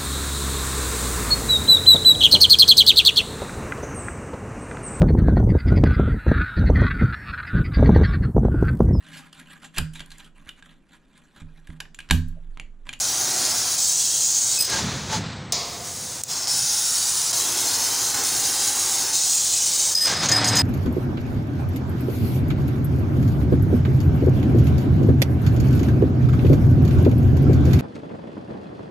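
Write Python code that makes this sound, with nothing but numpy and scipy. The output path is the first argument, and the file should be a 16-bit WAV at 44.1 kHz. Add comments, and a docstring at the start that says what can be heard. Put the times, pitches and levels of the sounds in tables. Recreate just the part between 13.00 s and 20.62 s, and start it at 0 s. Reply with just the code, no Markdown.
"""A laser cutter works a steel sheet in a workshop, heard from close by. Assist gas hisses through
the kerf, changing colour on each arc and dipping at the corners. A cut-out drops and rings, the line
bleeds down, the gantry rolls on. In the lull the gas valve puffs; the beam pierces with a snap and
cuts again. The next cut-out clatters on the slats while the gantry moves off."""
import sys
import numpy as np
from scipy import signal
from scipy.fft import rfft, irfft, next_fast_len
from scipy.io import wavfile
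from scipy.ndimage import uniform_filter1d, map_coordinates

SR = 44100
rng = np.random.default_rng(int(sys.argv[2]) if len(sys.argv) > 2 else 0)


def master(y):
    """Save y as 16-bit WAV."""
    cut = np.clip(np.atleast_2d(y).T, -1, 1)
    pcm = np.round(cut * 32767)  # scale
    wavfile.write(sys.argv[1], SR, pcm.astype(np.int16))


N = 336032
TIME = np.arange(N) / SR
SHUT_S = 0.0041  # gas shut-off time constant

# Noise spectra: (frequency [Hz], relative density [dB])
EXTRACTOR_SPECTRUM = [(25, -19), (42, -33), (70, -0.5), (110, 2.5), (200, -3), (400, -8.5), (800, -7.5),
                      (1500, -11.5), (3000, -15.5), (6000, -25), (10000, -54)]
ROLLING_SPECTRUM = [(150, -15), (330, 1), (600, 1.5), (1000, 1), (2000, 0), (2800, -4.5), (4000, 0.5),
                    (5500, -5.5), (8000, -11.5), (11000, -44)]
RUMBLE_SPECTRUM = [(25, -20), (42, -22), (70, -4.5), (110, 4), (200, 0), (280, -8.5), (450, -19),
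                   (900, -69)]
RUSH_SPECTRUM = [(2500, -10.5), (4000, -1.5), (5200, -0.5), (6500, 4.5), (8000, -8.5), (10000, -11.5),
                 (11500, -22), (13300, -27), (14700, -19), (15800, -17)]
PUFF_SPECTRUM = [(200, -20), (450, -6.5), (700, -10), (1200, -5), (1550, -21), (2100, -9.5), (3000, -13.5),
                 (4700, -3), (7100, 0), (8000, -28), (10000, -34), (13000, -41), (14800, -26)]
SNAP_SPECTRUM = [(1000, -36), (3000, -13), (4500, -2), (6500, 3), (8200, 0), (11000, -18), (13500, -25),
                 (15500, -13)]
CLACK_SPECTRUM = [(1000, -12), (2800, -28), (4000, 1), (5500, 0), (6600, 12), (8000, -8), (10000, -12),
                  (13000, -35), (15000, -29)]
ROAR_SPECTRUM = [(30, -45), (70, -5), (200, -5.5), (315, 1.5), (430, -5.5), (560, -3), (800, 3), (1100, -1),
                 (1450, -1), (2200, -5.5), (3000, -9), (5000, -20.5)]
HISS_SPECTRUM = [(1200, -32), (2700, -15.5), (3700, -6.5), (5200, -1.5), (5900, -1), (6500, 2.5),
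                 (8000, -4), (9000, -5), (10000, -10), (11800, -18.5), (13200, -22), (14000, -22),
                 (14800, -7), (15800, -12.5)]
# Low workshop hum, plus a faint, thin 8 kHz tone: (frequency [Hz], relative level [dB])
STEADY_TONES = [(112, -60), (506, -50), (8000, -59.5)]
# Gantry frame tones: (frequency [Hz], relative level [dB])
FRAME_TONES = [(113.0, -30.5), (285.3, -34), (748.3, -37), (920.5, -40.5), (1550, -42), (1760, -46)]
# Gantry travel: (start [s], end [s], rolling [dB], rumble [dB])
GANTRY_MOVES = [(1.667, 1.93, -32.5, -30), (1.98, 2.266, -37, -33), (7.044, 7.25, -28, -31.5),
                (7.263, 7.62, -25, -30)]
# Axes speeding up or braking: (time [s], half-width [s], rolling [dB], air rush [dB])
AXIS_SURGES = [(1.755, 0.043, -37.5, -25), (2.142, 0.028, -31.5, -28), (7.086, 0.048, -42.5, -25),
               (7.245, 0.015, -29.5, -22)]
# Servo bursts: (centre time [s], length [s], frequency [Hz], width [Hz], level [dB])
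SERVO_WHINES = [(1.595, .07, 2530, 80, -36.5), (1.758, 0.1, 892, 50, -31), (1.756, 0.094, 1654, 130.7, -30),
                (2.147, 0.11, 880, 77, -31.5), (7.12, .12, 1600, 69, -33)]
# Gas line emptying: (time [s], level [dB])
LINE_BLEEDS = [(1.585, -26.5), (6.95, -30)]
# Valve housing resonances: (frequency [Hz], half-width [Hz], lift [dB])
HOUSING_MODES = [(704, 14, 17), (3350, 46, 7.5), (3800, 50, 7), (4260, 45, 7.8), (4840, 79, 6.4),
                 (5260, 41, 10), (6660, 65, 3.6), (7200, 50, 4)]
# Workshop reverberation: (frequency [Hz], T60 [s])
HALL_DECAY = [(200, 2.4), (1000, 1.4), (4000, 1.1), (7000, 0.39), (12000, 0.25)]
# Pierce and spatter snaps: (time [s], level [dB], T60 [s], tilt [dB/octave])
VAPOUR_SNAPS = [(3.2362, -12, 0.0085, 8), (3.432, -28, .015, -5), (3.473, -19, 0.0066, -11),
                (3.493, -31, 0.02, -4), (3.511, -29, .02, 4), (4.329, -25, 0.022, -9),
                (4.374, -30, .02, -3), (4.4, -18, .015, 7)]
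# Cut-out hitting the slats: (time [s], ring [dB], clack [dB], ring tilt [dB/octave])
SLAT_STRIKES = [(1.586, -34, -23, 6.5), (6.948, -23, -21, 0), (7.008, -19, -31, -0.5),
                (7.168, -27, -39, -3.5), (7.258, -42, -20, -5), (7.286, -42, -14, 3.5),
                (7.315, -11.5, -13, -7), (7.358, -17, -27, -5), (7.443, -20.5, -17, -2.5),
                (7.479, -22.5, -14.5, -1), (7.531, -20, -28, -8), (7.553, -34, -18, 2.5),
                (7.568, -31, -13.5, 2), (7.588, -25, -24, 0)]
# Steel cut-out modes: (frequency [Hz], relative level [dB], T60 [s])
CUTOUT_MODES = [(1810, -18, .4), (2400, -25, 0.13), (5020, 4.5, 0.43), (5115, -5.5, 1), (5910, -26, .25),
                (6330, -28, .2), (7300, -21, 0.16), (8090, -6.5, 0.56), (8280, -8, 0.43), (9300, -16, 0.21),
                (9850, -9.5, 0.43), (10470, -21, 0.62), (11610, -16, .25), (13020, -25, 0.27),
                (14500, -21, 0.2), (14800, -11, 0.34)]
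# Resonances over slats and openings: (start [s], end [s], centre [Hz], half-width [Hz], lift [dB])
BED_RESONANCES = [(0, .296, 5960, 300, 4.5), (.15, .5, 314, 35, 3), (1.2, 1.446, 6600, 500, 5.5),
                  (3.47, 3.72, 5250, 400, 6), (3.52, 3.65, 142, 40, 19), (3.5, 4.2, 1540, 200, 2.5),
                  (3.5, 4.3, 560, 110, -7.5), (4.37, 4.7, 334, 35, 7.5)]
# Jet strokes, pierce or arc: (start [s], end [s], rise [s], hiss [dB], roar [dB],
# extra mid-arc roar [dB], kerf resonance [Hz], half-width [Hz], lift [dB])
JET_STROKES = [(-.01, 0.775, .006, -23, -39, 5.5, 10700, 800, 4.5),
               (0.775, 1.581, 0.0067, -21, -41, -5, 7900, 1210, 5),
               (2.838, 3.22, .004, -34.5, -50, 0, 9800, 1900, 6),
               (3.273, 3.474, .04, -27, -40.5, 1.5, 5300, 400, 6),
               (3.475, 4.32, .005, -22, -38, -1.5, 10000, 1020, 6),
               (4.325, 5.145, 0.0059, -23, -36, 2, 11400, 1200, 7),
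               (5.141, 5.234, 0.0044, -23, -32.5, 1.5, 11800, 1200, 1.5),
               (5.234, 6.127, 0.004, -22.5, -35, 0, 10800, 1100, 5.5),
               (6.127, 6.941, 0.0065, -21, -39.5, -3.5, 8000, 1330, 3.5)]


def gain_of(db):
    """Decibels to amplitude."""
    return 10 ** (np.asarray(db) / 20)


def unit_rms(x):
    """Scales to rms 1."""
    return x / np.sqrt(np.mean(x ** 2) + 1e-20)


def value_at(points, hz):
    """Interpolates on a log-frequency axis."""
    knots_hz, values = np.transpose(points)
    return np.interp(np.log(hz + 1), np.log(knots_hz + 1), values)


def bump(x, centre, width):
    """Gaussian of height 1."""
    return np.exp(-.5 * ((x - centre) / width) ** 2)


def gate(start_s, end_s, rise_s, fall_s):
    """Linear rise, hold, exponential fall."""
    return np.clip((TIME - start_s) / rise_s, 0, 1) * np.exp(-np.maximum(TIME - end_s, 0) / fall_s)


def add(mix, at_s, sound):
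    """Mixes a sound in at at_s."""
    part = mix[max(round(at_s * SR), 0):][:len(sound)]
    part += sound[:len(part)]


def coloured(x, spectrum):
    """Filters x by a spectrum."""
    size = next_fast_len(len(x))
    response = gain_of(value_at(spectrum, np.fft.rfftfreq(size, 1 / SR)))
    return irfft(rfft(x, size) * response, size)[:len(x)]


def noise(spectrum, size=N):
    """Coloured noise, rms 1."""
    return unit_rms(coloured(rng.standard_normal(size), spectrum))


def wander(rate_hz):
    """Interpolated random drift, rms 1."""
    knots = rng.standard_normal(N // 8)
    return unit_rms(np.interp(TIME * rate_hz, np.arange(len(knots)), knots))


def tone(hz, waver_hz):
    """Sine of wavering pitch, rms 1."""
    turns = np.cumsum(hz + waver_hz * wander(30)) / SR
    return np.sqrt(2) * np.sin(2 * np.pi * (turns + rng.random()))


def background(air_db=-47, lull_lift_db=6):
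    """Extractor air, low workshop hum and a faint 8 kHz tone, louder in the lull between cuts."""
    lull = np.interp(TIME, [1.6, 2.2, 2.7, 3.2, 3.4], [0, 1, 1, 0.91, 0])
    tones = sum(gain_of(db) * tone(hz, waver_hz=1.73) for hz, db in STEADY_TONES)
    air = gain_of(air_db + lull_lift_db * lull) * noise(EXTRACTOR_SPECTRUM)
    return air + gain_of(lull_lift_db * (lull - 1.5)) * tones


def gantry(judder_db=1.14, heave_db=1.5, whine_roughness=0.49, frame_trim_db=-1):
    """Carriages roll and judder on rails, servos whine; the heavy frame rumbles, slower to follow."""
    rolling, rumble, rush = np.zeros((3, N))
    for start_s, end_s, rolling_db, rumble_db in GANTRY_MOVES:
        rolling = np.maximum(rolling, gain_of(rolling_db) * gate(start_s, end_s, 0.028, 0.18))
        rumble = np.maximum(rumble, gain_of(rumble_db) * gate(start_s, end_s, 0.18, 0.29))
    for at_s, width_s, rolling_db, rush_db in AXIS_SURGES:
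        rolling += gain_of(rolling_db) * bump(TIME, at_s, width_s)
        rush += gain_of(rush_db) * bump(TIME, at_s, width_s)
    out = rolling * noise(ROLLING_SPECTRUM) + rush * noise(RUSH_SPECTRUM)
    out *= unit_rms(gain_of(judder_db * wander(90)))
    out += rumble * noise(RUMBLE_SPECTRUM) * unit_rms(gain_of(heave_db * wander(15)))
    for centre_s, length_s, hz, width_hz, db in SERVO_WHINES:
        swell = np.cos(np.pi * np.clip((TIME - centre_s) / length_s, -.5, .5))
        whine = gain_of(db) * swell * tone(hz, waver_hz=width_hz / 5)
        out += whine * unit_rms(1 + whine_roughness * wander(2 * width_hz))
    last_move = np.clip((TIME - 7.26) / 0.11, 0, 1)
    frame = sum(gain_of(db) * tone(hz, waver_hz=4.1) for hz, db in FRAME_TONES)
    return out + gain_of(frame_trim_db) * last_move * frame


def bleed(length_s=0.614, sink_db_per_s=24.5):
    """Line pressure sinks after a cut as the last gas rushes out."""
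    flow = np.zeros(N)
    for at_s, db in LINE_BLEEDS:
        level_db = db - sink_db_per_s * np.maximum(TIME - at_s, 0)
        flow += gate(at_s, at_s + length_s, rise_s=.02, fall_s=0.034) * gain_of(level_db)
    return flow * noise(RUSH_SPECTRUM)


def valve(open_s=2.5222, burst_db=-14, burst_t60_s=0.042, tail_db=-22, flow_db=-36, flow_end_s=3.6):
    """A puff rings the housing and decays in the hall; soft flow follows until full pressure."""
    out, t = np.zeros(N), np.arange(SR) / SR
    hz = np.arange(100, 16000, 10)
    housing_db = sum(db * bump(hz, centre_hz, width_hz) for centre_hz, width_hz, db in HOUSING_MODES)
    puff = noise(np.c_[hz, value_at(PUFF_SPECTRUM, hz) + housing_db], size=SR)
    bins_hz, frames_s, bins = signal.stft(puff, SR, nperseg=256)
    hall_db = tail_db - 60 * frames_s / value_at(HALL_DECAY, bins_hz)[:, None]
    tail = signal.istft(bins * gain_of(hall_db), SR, nperseg=256)[1][:SR]
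    burst = noise(HISS_SPECTRUM, size=SR) * gain_of(burst_db - 60 * t / burst_t60_s)
    attack = 1 - np.exp(-t / 0.00033)
    add(out, open_s, (burst + tail) * attack)
    flow = gain_of(flow_db) * gate(open_s, flow_end_s, rise_s=.01, fall_s=SHUT_S)
    return out + flow * noise(HISS_SPECTRUM)


def snaps(echo_db=-24, echo_t60_s=0.14):
    """Tiny bursts of metal vapour, each with a short echo from the bed."""
    out, t = np.zeros(N), np.arange(SR // 8) / SR
    hz, density_db = np.transpose(SNAP_SPECTRUM)
    for at_s, db, t60_s, tilt_db_per_oct in VAPOUR_SNAPS:
        decay = gain_of(-60 * t / t60_s) + gain_of(echo_db - 60 * t / echo_t60_s)
        crack = noise(np.c_[hz, density_db + tilt_db_per_oct * np.log2(hz)], size=len(t))
        add(out, at_s, gain_of(db) * decay * crack)
    return out


def cutouts(clack_t60_s=0.081, scatter_db=2, wobble=0.0026, chatter_db=3.5):
    """The loose piece clacks on the slats and rings, wobbling and chattering as it slides."""
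    out, t = np.zeros(N), np.arange(SR // 2) / SR
    hz, mode_db, t60_s = np.transpose(CUTOUT_MODES)[:, :, None]
    attack = 1 - np.exp(-t / 0.00083)
    for at_s, ring_db, clack_db, tilt_db_per_oct in SLAT_STRIKES:
        phase, scatter, detune = rng.standard_normal((3, len(CUTOUT_MODES), 1))
        pitch_ratio = 1 + 0.0011 * detune + wobble * wander(118)[:len(t)]
        turns = hz * np.cumsum(pitch_ratio, axis=1) / SR
        struck_db = mode_db + scatter_db * scatter + tilt_db_per_oct * np.log2(hz / hz[0])
        modes = gain_of(struck_db - 60 * t / t60_s) * np.sin(2 * np.pi * (turns + phase))
        ring = modes.sum(0) * gain_of(ring_db + chatter_db * wander(184)[:len(t)])
        clack = noise(CLACK_SPECTRUM, size=len(t)) * gain_of(clack_db - 60 * t / clack_t60_s)
        add(out, at_s, (ring + clack) * attack)
    return out


def pierce_dip(depth_db=-9):
    """Gain: the level dips briefly as the beam pierces."""
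    return gain_of(np.interp(TIME, [3.218, 3.221, 3.236, 3.29], [0, depth_db, depth_db, 0]))


def reflections(x, share, drift_s, spread_s, count=16):
    """Echoes off bed and frame comb the gas noise; their paths change as the head travels."""
    out = x.copy()
    for place, pace, phase in rng.random((count, 3)):
        travel = np.sin(2 * np.pi * (.4 * pace * TIME + phase))
        delay_s = 0.000994 + place ** 2 * spread_s + drift_s * travel
        echo = map_coordinates(x, [(TIME - delay_s) * SR], order=1, mode="wrap")
        out += share / np.sqrt(count) * echo
    return unit_rms(out)


def kerf(x):
    """Slot and bed lift different bands of the gas noise on each arc; power is held level."""
    hz, t, bins = signal.stft(x, SR, nperseg=1024)
    resonances = [(*stroke[:2], *stroke[6:]) for stroke in JET_STROKES] + list(BED_RESONANCES)
    lift_db = sum(db * bump(hz[:, None], centre_hz, width_hz) * ((t >= start_s) & (t < end_s))
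                  for start_s, end_s, centre_hz, width_hz, db in resonances)
    bins *= gain_of(uniform_filter1d(lift_db, size=4, axis=1))
    power = uniform_filter1d((abs(bins) ** 2).sum(0), size=9)
    return unit_rms(signal.istft(bins / np.sqrt(power), SR, nperseg=1024)[1][:N])


def stroke_gains(bite_db=0.8, bite_s=0.11, corner_db=-3.5, corner_s=0.021):
    """Hiss lifts as the beam bites and dips as the head slows into a corner; roar follows the arc."""
    hiss, roar = np.zeros((2, N))
    for start_s, end_s, rise_s, hiss_db, roar_db, bow_db, *_ in JET_STROKES:
        t = np.clip(TIME, start_s, end_s)
        flow = gate(start_s, end_s, rise_s, SHUT_S)
        bite = np.exp((start_s - t) / bite_s)
        corner = np.exp((t - end_s) / corner_s)
        bow = np.sin(np.pi * (t - start_s) / (end_s - start_s))
        hiss += flow * gain_of(hiss_db + bite_db * bite + corner_db * corner)
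        roar += flow * gain_of(roar_db + bow_db * bow)
    return hiss, roar


def jet(hiss_trim_db=0.56, sway_db=.5, flutter_db=.5, sputter_db=0.48, spatter_db=-11, drops_per_s=500):
    """Turbulent gas flutters in the kerf, blows out fine spatter and roars below the sheet."""
    spatter = (rng.random(N) < drops_per_s / SR) * rng.standard_normal(N)
    turbulence = rng.standard_normal(N) + gain_of(spatter_db) * unit_rms(spatter)
    unsteady_db = sway_db * wander(20) + flutter_db * wander(45) + sputter_db * wander(350)
    hiss = kerf(reflections(coloured(turbulence, HISS_SPECTRUM), share=1, drift_s=0.000302, spread_s=.016))
    hiss *= gain_of(hiss_trim_db) * unit_rms(gain_of(unsteady_db))
    roar = kerf(reflections(noise(ROAR_SPECTRUM), share=0.51, drift_s=0.00064, spread_s=.02))
    hiss_gain, roar_gain = stroke_gains()
    return hiss_gain * hiss + roar_gain * roar


def scene():
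    """Mono mix on both channels."""
    mono = pierce_dip() * (jet() + valve() + background()) + bleed() + gantry() + cutouts() + snaps()
    return np.array([mono, mono])


def record(dry, cutoff_hz=15850):
    """Steep low-pass band limit."""
    lowpass = signal.firwin(511, cutoff_hz, window=("kaiser", 9), fs=SR)
    return signal.oaconvolve(dry, lowpass[None], "same")


dry = scene()
out = record(dry)
master(out)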